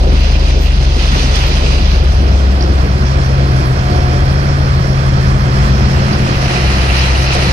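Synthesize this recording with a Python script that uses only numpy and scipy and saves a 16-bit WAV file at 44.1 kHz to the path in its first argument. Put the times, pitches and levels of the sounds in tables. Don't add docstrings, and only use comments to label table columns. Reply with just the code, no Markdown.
import sys
import numpy as np
from scipy import signal
from scipy.fft import rfft, irfft
from scipy.io import wavfile
from scipy.ndimage import uniform_filter1d, minimum_filter1d

SR = 44100
rng = np.random.default_rng(int(sys.argv[2]) if len(sys.argv) > 2 else 0)


def transcribe(signal):
    frames = np.atleast_2d(signal).T
    limited = np.clip(frames, -1, 1)
    pcm = np.round(limited * 32767).astype(np.int16)
    wavfile.write(sys.argv[1], SR, pcm)


N = 331632


def undb(db):
    return 10 ** (np.asarray(db) / 20)


def curves(table):
    s, *columns = np.transpose(table)
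    return [np.interp(np.arange(N) / SR, s, column) for column in columns]


def over_bins(table):
    hz, *columns = np.transpose(table)
    bins = np.log(np.arange(N // 2 + 1) * SR / N + 1)
    return [np.interp(bins, np.log(hz), column) for column in columns]


def unit(x):
    return x / np.sqrt(np.mean(x ** 2))


def walk(rate):
    k = max(int(SR / rate), 1)
    steps = np.repeat(rng.standard_normal(N // k + 2), k)
    smooth = uniform_filter1d(uniform_filter1d(steps, k), k)
    return 1.62 * smooth[:N]


def swell(centre_s, half_s):
    return np.exp(-((np.arange(N) / SR - centre_s) / half_s) ** 2)


def turning(hz, jitter):
    return 2 * np.pi * np.cumsum(hz * (1 + jitter * walk(30))) / SR


def tone(phase, shake_db):
    start_phase = rng.uniform(0, 2 * np.pi)
    return np.sqrt(2) * undb(shake_db * walk(16)) * np.sin(phase + start_phase)


def impacts(per_s, spread_db):
    size = undb(spread_db * np.minimum(rng.exponential(size=N), 6))
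    happens = rng.random(N) < per_s / SR
    return happens * size * rng.standard_normal(N)


def placed(x, pan_db):
    late = np.roll(x, 16)
    return np.array([late[:N] * undb(pan_db / 2), x[:N] * undb(-pan_db / 2)])


def ports(direct, scattered, path, low_hz, high_hz, order=8):
    left_db, right_db, likeness, lead = over_bins(path)
    likeness = np.clip(likeness, 0, 1)
    hz = np.arange(N // 2 + 1) * SR / N + 1
    low_cut = 1 + (low_hz / hz) ** order
    high_cut = 1 + (hz / high_hz) ** (2 * order)
    edges = np.sqrt(SR / 2 / low_cut / high_cut)
    a, b = rfft(unit(direct)), rfft(unit(scattered))
    left = likeness * np.exp(1j * lead) * a + np.sqrt(1 - likeness ** 2) * b
    return irfft(edges * np.array([left * undb(left_db), a * undb(right_db)]), N)


def bursts(table, rise_s, t60_s, pan_db, width=None, order=4):
    out, t = np.zeros(N + SR), np.arange(SR // 2) / SR
    decay = np.exp(-np.log(1000) * t / t60_s)
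    shape = (1 - np.exp(-t / rise_s)) * decay
    for s, db, hz, *own_width in table:
        ratio = 1 + (width or own_width[0])
        edges = np.clip([hz / ratio, hz * ratio], 20, SR / 2 - 1)
        band = signal.butter(order, edges, "band", fs=SR, output="sos")
        ring = shape * signal.sosfilt(band, rng.standard_normal(len(t)))
        start = int(max(s, 0) * SR)
        out[start:start + len(t)] += undb(db) * ring / np.abs(ring).max()
    return placed(out, pan_db)


def exhaust(phase, effort, note, shake_db, rough):
    load, level_db = curves(effort)
    firing = phase / (2 * np.pi)
    count = np.arange(int(firing[-1]) + 2)
    draws = rng.standard_normal((len(count), 2)).T
    strength, lateness = (rough * load * np.interp(firing, count, draw) for draw in draws)
    harmonics = 0
    for k, (_, *dbs) in enumerate(note, 1):
        gain = undb(level_db + np.interp(load, [0, .5, 1], dbs))
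        harmonics = harmonics + gain * tone(k * (phase + lateness / 2), shake_db)
    return (1 + strength) * harmonics


def second_engine():
    # t/s, f/Hz
    other_rate = [(0, 44.4), (.37, 41.2), (.7, 44), (1.12, 41.9), (1.42, 42.1), (1.77, 39.3), (2.14, 45.9),
                  (2.75, 43.3), (3, 43.3), (3.3, 42.1), (4.15, 40.5), (5.2, 40.3), (5.85, 38), (6.75, 33),
                  (7.52, 32.3)]
    # t/s, load (0-1), level change/dB
    other_effort = [(0, 0.024, 0.5), (0.901, .03, -1), (1.35, 0.28, -1), (1.9, 0.34, 0.5), (2.45, 0.68, -3),
                    (3.2, 0.87, -0.5), (3.55, 1, 1.5), (4.2, 0.81, 2), (5.6, 0.99, 2), (6.2, 0.9, 1),
                    (6.65, 1, -7), (7.52, .98, -4)]
    # harmonic, level/dB at light load, at half load, at full load
    other_note = [(1, -10, -15.5, -28), (2, -38, -17.5, -20), (3, -26, -40, -22.5)]
    phase = turning(curves(other_rate)[0], jitter=.0072)
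    return exhaust(phase, other_effort, other_note, shake_db=.5, rough=.25)


def tipper_engine(firing):
    # t/s, load (0-1), level change/dB
    tipper_effort = [(0, 0, -1.5), (.75, 0.13, -0.5), (1.25, 0.23, -1.5), (1.7, 0.19, 0), (2.3, 0, 1),
                     (2.72, 0.09, 1), (3.02, 0.38, 1.5), (3.4, 0.53, 1.2), (3.9, 0.46, -0.5),
                     (4.45, 0.49, 1), (5.3, 1, 0.5), (6.1, 0.92, -0.5), (6.47, 0.52, -2), (6.68, 0.33, 0.7),
                     (7.2, 0.34, -0.5), (7.38, 0.72, -3), (7.52, 0.32, 1.5)]
    # harmonic, level/dB at light load, at half load, at full load
    tipper_note = [(1, -9.5, -16.5, -27), (2, -27.5, -15, -13.5), (3, -33.5, -38, -23.5)]
    return exhaust(firing, tipper_effort, tipper_note, shake_db=0.35, rough=.09)


def whine(firing_hz, machinery_db, shake_db, octave_shake_db, jitter):
    # centre t/s, half length/s, level/dB before the machinery level
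    whine_swells = [(3.97, 0.21, -28), (6.53, .13, -32)]
    phase = turning(5.5 * firing_hz, jitter)
    octave = undb(-42.5) + sum(undb(db) * swell(s, half_s) for s, half_s, db in whine_swells)
    main_tone = undb(-34) * tone(phase, shake_db)
    return undb(machinery_db) * (main_tone + octave * tone(2 * phase, octave_shake_db))


def hums(shake_db, jitter):
    # centre t/s, half length/s, f/Hz, glide/(Hz per s), level/dB at the centre
    hum_table = [(5.58, 0.35, 56.8, 25.5, -16.5), (5.997, 0.45, 213.6, -2, -23.5)]
    t = np.arange(N) / SR
    out = 0
    for s, half_s, hz, glide, db in hum_table:
        phase = turning(hz + glide * (t - s), jitter)
        out = out + undb(db) * swell(s, half_s) * tone(phase, shake_db)
    return out


def rumble():
    # f/Hz, relative level/dB
    rumble_colour = [(15, -17), (27, -4), (38, -7.5), (56, 3.5), (78, 3), (105, -2), (150, -4), (195, -4),
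                     (250, -23.5), (400, -56)]
    colour_db, = over_bins(rumble_colour)
    return unit(irfft(rfft(impacts(900, 1.7)) * undb(colour_db), N))


def clatter(phase, depth, flutter_db):
    # f/Hz, left and right relative level/dB per Hz, likeness (0-1), left phase lead/rad
    clatter_path = [(850.0, -57.5, -53.5, 0.67, -2.5), (1090, -56.5, -50.5, 0.86, -3),
                    (1500.0, -60.5, -52, 0.82, -3), (2070, -66, -57, 0.31, -3),
                    (2580, -64.5, -59.5, 0.72, -2), (2840, -76.5, -65.5, 0.13, -9.5),
                    (3220, -64, -63, 0.51, -0.5), (3830, -78, -68, 0.19, -2.5),
                    (4200, -66.5, -64.5, 0.93, -1.4), (5410, -74.5, -61.5, 0.19, -3),
                    (6240, -71.5, -78, 1, 7.5), (7400, -80, -80.5, 0.02, -3.5),
                    (10400, -86, -86.5, 0.2, -23), (15000.0, -97, -95, 0.41, -33)]
    gate = (1 + depth * np.cos(phase)) * undb(flutter_db * walk(22.185))
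    direct, scattered = gate * rng.standard_normal((2, N))
    return ports(direct, scattered, clatter_path, low_hz=846, high_hz=14600)


def drumming(flutter_db):
    # f/Hz, left and right relative level/dB per Hz, likeness (0-1), left phase lead/rad
    drum_path = [(229, -49, -43, 0.94, 0.3), (295, -44.5, -47.5, 0.96, -0.84),
                 (376, -49.5, -46.5, 0.98, -0.64), (436, -48.5, -49, 0.97, -1.33),
                 (553, -50.5, -48, 0.8, -1.44), (672, -51.5, -48.5, 0.94, -1.2),
                 (795, -50.5, -50.5, 0.6, -2)]
    sound = ports(impacts(4000, 1.8), impacts(4000, 3.8), drum_path, low_hz=203, high_hz=779, order=6)
    return sound / sound.mean(0).std() * undb(flutter_db * walk(18))


def squeaks():
    # t/s, peak level/dB before panning, f/Hz
    squeak_table = [(.6, -36.5, 13400), (.635, -39.5, 13050), (1.465, -36, 13030)]
    return bursts(squeak_table, width=0.012, rise_s=.02, t60_s=0.099, pan_db=.3)


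def clacks():
    # t/s, peak level/dB before panning, f/Hz, width as a share of f
    clack_table = [(1.354, -13, 4700, .15), (1.358, -21, 8500, .25), (2.6075, -15, 4750, .11),
                   (2.6235, -16, 5200, .11), (2.6235, -21, 1950, .15), (2.638, -23, 4900, .13),
                   (6.129, -18, 4650, .04), (7.155, -17, 2820, .07), (7.334, -20, 8300, .28),
                   (7.347, -19, 8000, .3)]
    return bursts(clack_table, rise_s=.0008, t60_s=0.02, pan_db=-7)


def thuds():
    # t/s, peak level/dB before panning and the steel body, f/Hz
    thud_table = [(.06, -12.5, 400), (.115, -10.5, 240), (.563, -16, 333), (.958, -11, 300),
                  (1.11, -9.5, 182), (1.12, -14, 1250), (1.148, -12.5, 430), (1.24, -13, 200),
                  (1.635, -14, 295), (1.79, -13.5, 200), (2.195, -12, 250), (2.63, -11.5, 344),
                  (2.68, -12.5, 312), (2.82, -16, 345), (3.02, -12, 162), (3.89, -12, 258),
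                  (7.347, -11.5, 476), (7.44, -16, 430)]
    return bursts(thud_table, width=.5, rise_s=.006, t60_s=.22, pan_db=-.5)


def patchy(x, depth_db, rate):
    centres = np.geomspace(1000, 14000, num=10)
    spectrum, out = rfft(x), 0
    for hz, share in zip(centres, np.eye(len(centres))):
        band, = over_bins(np.transpose([centres, share]))
        flicker = unit(undb(depth_db * hz / centres[-1] * walk(rate)))
        out = out + irfft(spectrum * band, N) * flicker
    return out


def steel_body(x):
    # f/Hz, width/Hz, level change/dB
    body = [(264, 20, -1), (535, 27, 2.5), (738, 14, 4.5), (875, 39, -2), (903, 34, 3), (1550, 120, -0.1),
            (2230, 130, -1), (2430, 80, 1.5), (4150, 250, 1), (5340, 320, 1.5)]
    bins = np.arange(N // 2 + 1) * SR / N
    colour_db = sum(db / (1 + (2 * (bins - hz) / width) ** 2) for hz, width, db in body)
    return irfft(rfft(x) * undb(colour_db), N)


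def stone_flow():
    # start t/s, rise/s, hold/s, decay/s,
    # then relative level/dB of bright hiss, of duller roar, of the rattle of coarse stones
    slides = [(-.35, 0.51, 1.41, 1.43, -6.5, -17, -10), (.15, 0.054, 0.041, 0.14, -26, -14, -3.5),
              (0.449, 0.036, 0.022, 0.022, -8, -9, -2), (0.897, 0.1, 0.44, .3, -3, -12, -9),
              (1.05, 0.07, 0.27, 0.25, -18, -9.5, -20), (1.319, 0.021, 0.029, 0.032, -2, -13, -16),
              (1.445, 0.094, 0.37, 0.1, -8.5, -20, -5.5), (4.603, 2.35, .7, 1, -19, -0.77, -2.5),
              (6.372, 0.066, 0.059, 0.43, -17, -7, -7), (6.9, 0.051, .05, 0.068, -6, -8.5, -0.5),
              (7.306, 0.027, 0.14, .1, -6.5, -10, -17)]
    t = np.arange(N) / SR
    power = undb([[-17.5], [-40], [-40]]) ** 2
    for start, rise, hold, decay, *dbs in slides:
        age = t - start
        dying = np.exp(-np.maximum(age - rise - hold, 0) / decay)
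        flow = np.clip(age / rise, 0, 1) ** 2 * dying
        power = power + (flow * undb(dbs)[:, None]) ** 2
    return 10 * np.log10(power)


def coarse_stones(flow_db, per_s, spread_db, clump_db, clump_rate, pan_db):
    # f/Hz, width/Hz, level/dB before the flow
    stone_rings = [(2690, 820, -25), (4050, 340, -34), (4800, 570, -32.5)]
    hz, out = np.arange(N // 2 + 1) * SR / N + 1, 0
    clumps = clump_db * walk(clump_rate)
    for centre, width, db in stone_rings:
        ring = 1 / (1 + 1j * (hz - centre ** 2 / hz) / width) ** 2
        surge = unit(undb(clumps + clump_db * walk(clump_rate)))
        pair = [unit(irfft(rfft(surge * impacts(per_s, spread_db)) * ring, N)) for _ in range(2)]
        out = out + undb(db) * np.array(pair)
    return out * undb(flow_db) * undb([[pan_db / 2], [-pan_db / 2]])


def stone_rush(flow_db, path, low_hz, per_s, spread_db, surge_db):
    density = undb(flow_db / 2)
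    direct, scattered = (impacts(per_s * density, spread_db) / np.sqrt(density) for _ in range(2))
    sound = ports(direct, scattered, path, low_hz, high_hz=15000)
    return sound * undb(flow_db + surge_db * walk(18))


def stone_roar(roar_db):
    # f/Hz, left and right relative level/dB per Hz, likeness (0-1), left phase lead/rad
    roar_path = [(456, -50, -55.5, 1, 0.4), (854, -53, -54.5, 0.75, -1.3), (1230, -51.5, -58, 0.75, -4),
                 (1480, -56.5, -65.5, 0.39, -6), (1940, -52.5, -50, 0.31, -4.5),
                 (2510, -56.5, -54.5, 0.64, 0), (3080, -56, -59.5, 0.17, 1.5), (3500, -61, -64, 0.16, 2),
                 (4060, -56.5, -57, 0.47, 1.5), (5100.0, -66.5, -59.5, 0.29, 1),
                 (5830, -60.5, -61, 0.12, -6), (7570, -75, -80, 0.29, 3), (9460, -75.5, -74, 0.71, -10.5),
                 (14500.0, -94, -95, 0.05, -18)]
    return stone_rush(roar_db, roar_path, low_hz=483, per_s=12000, spread_db=1.8, surge_db=.6)


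def stone_hiss(hiss_db):
    # f/Hz, left and right relative level/dB per Hz, likeness (0-1), left phase lead/rad
    hiss_path = [(800.0, -51.5, -54, 0.5, -2), (1240, -54.5, -55.5, 0.8, -2.5),
                 (1720, -64.5, -57, 0.42, -3.5), (2230, -63.5, -55, 0.34, 0.5), (2880, -61, -57, 0.24, -1),
                 (3300, -58, -52.5, 0.57, 3.5), (3480, -56, -54.5, 0.61, 2), (4200, -65, -56, 0.16, 6),
                 (4970, -59.5, -55.5, 0.22, 6), (5600, -68, -60.5, 0.22, 13), (5900, -59.5, -60.5, 0.41, 1),
                 (7340, -74, -78, 0.95, 2), (9900, -77, -78, 0.08, -16.5), (14400, -95, -94, 0.21, 6)]
    return stone_rush(hiss_db, hiss_path, low_hz=905, per_s=12000, spread_db=1.45, surge_db=0.8)


def scene():
    # t/s, f/Hz
    tipper_rate = [(0, 67.6), (.57, 67.7), (.87, 65.9), (1.7, 65.9), (2.7, 66.1), (3.02, 67.2), (3.4, 66.5),
                   (3.65, 65.3), (4.2, 65.4), (4.45, 69.6), (4.77, 66.6), (5.02, 67.2), (5.55, 67),
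                   (6.5, 65.5), (7.2, 65.4), (7.52, 65.9)]
    # t/s, rumble level/dB, drumming level/dB, clatter and whine level change/dB
    truck = [(0, -18.5, -23.5, -7.5), (.6, -22, -26.5, -11), (2.1, -18, -24, -4.5),
             (3.6, -16.5, -23.5, 0.36), (5, -17, -24.5, 0.2), (6.3, -16, -23.5, 1.5),
             (7.52, -17.5, -26, -2)]
    tipper_hz, = curves(tipper_rate)
    rumble_db, drum_db, machinery_db = curves(truck)
    firing = turning(tipper_hz, jitter=0.003)

    engines = second_engine() + tipper_engine(firing)
    gears = whine(tipper_hz, machinery_db, shake_db=2.4, octave_shake_db=.6, jitter=0.0017)
    bass = engines + gears + hums(shake_db=2.5, jitter=0.0069) + undb(rumble_db) * rumble()

    knock = undb(machinery_db) * clatter(firing, depth=0.1, flutter_db=0.4)
    boom = undb(drum_db) * drumming(flutter_db=0.74)

    hiss_db, roar_db, coarse_db = stone_flow()
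    coarse = coarse_stones(coarse_db, per_s=1200, spread_db=-0.8, clump_db=1.5, clump_rate=75, pan_db=-4.5)
    rattle = patchy(stone_hiss(hiss_db) + stone_roar(roar_db) + knock, depth_db=3, rate=34)
    on_truck = steel_body(rattle + coarse + boom + thuds())
    return placed(bass, pan_db=1.5) + on_truck + clacks() + squeaks()


def record(dry):
    span = 265
    allowed = .97 / np.maximum(np.abs(dry).max(0), .97)
    gain = uniform_filter1d(minimum_filter1d(allowed, span), span)
    top_cut = signal.ellip(8, .2, 70, 15600, fs=SR, output="sos")
    return signal.sosfilt(top_cut, gain * dry)


dry = scene()
out = record(dry)
transcribe(out)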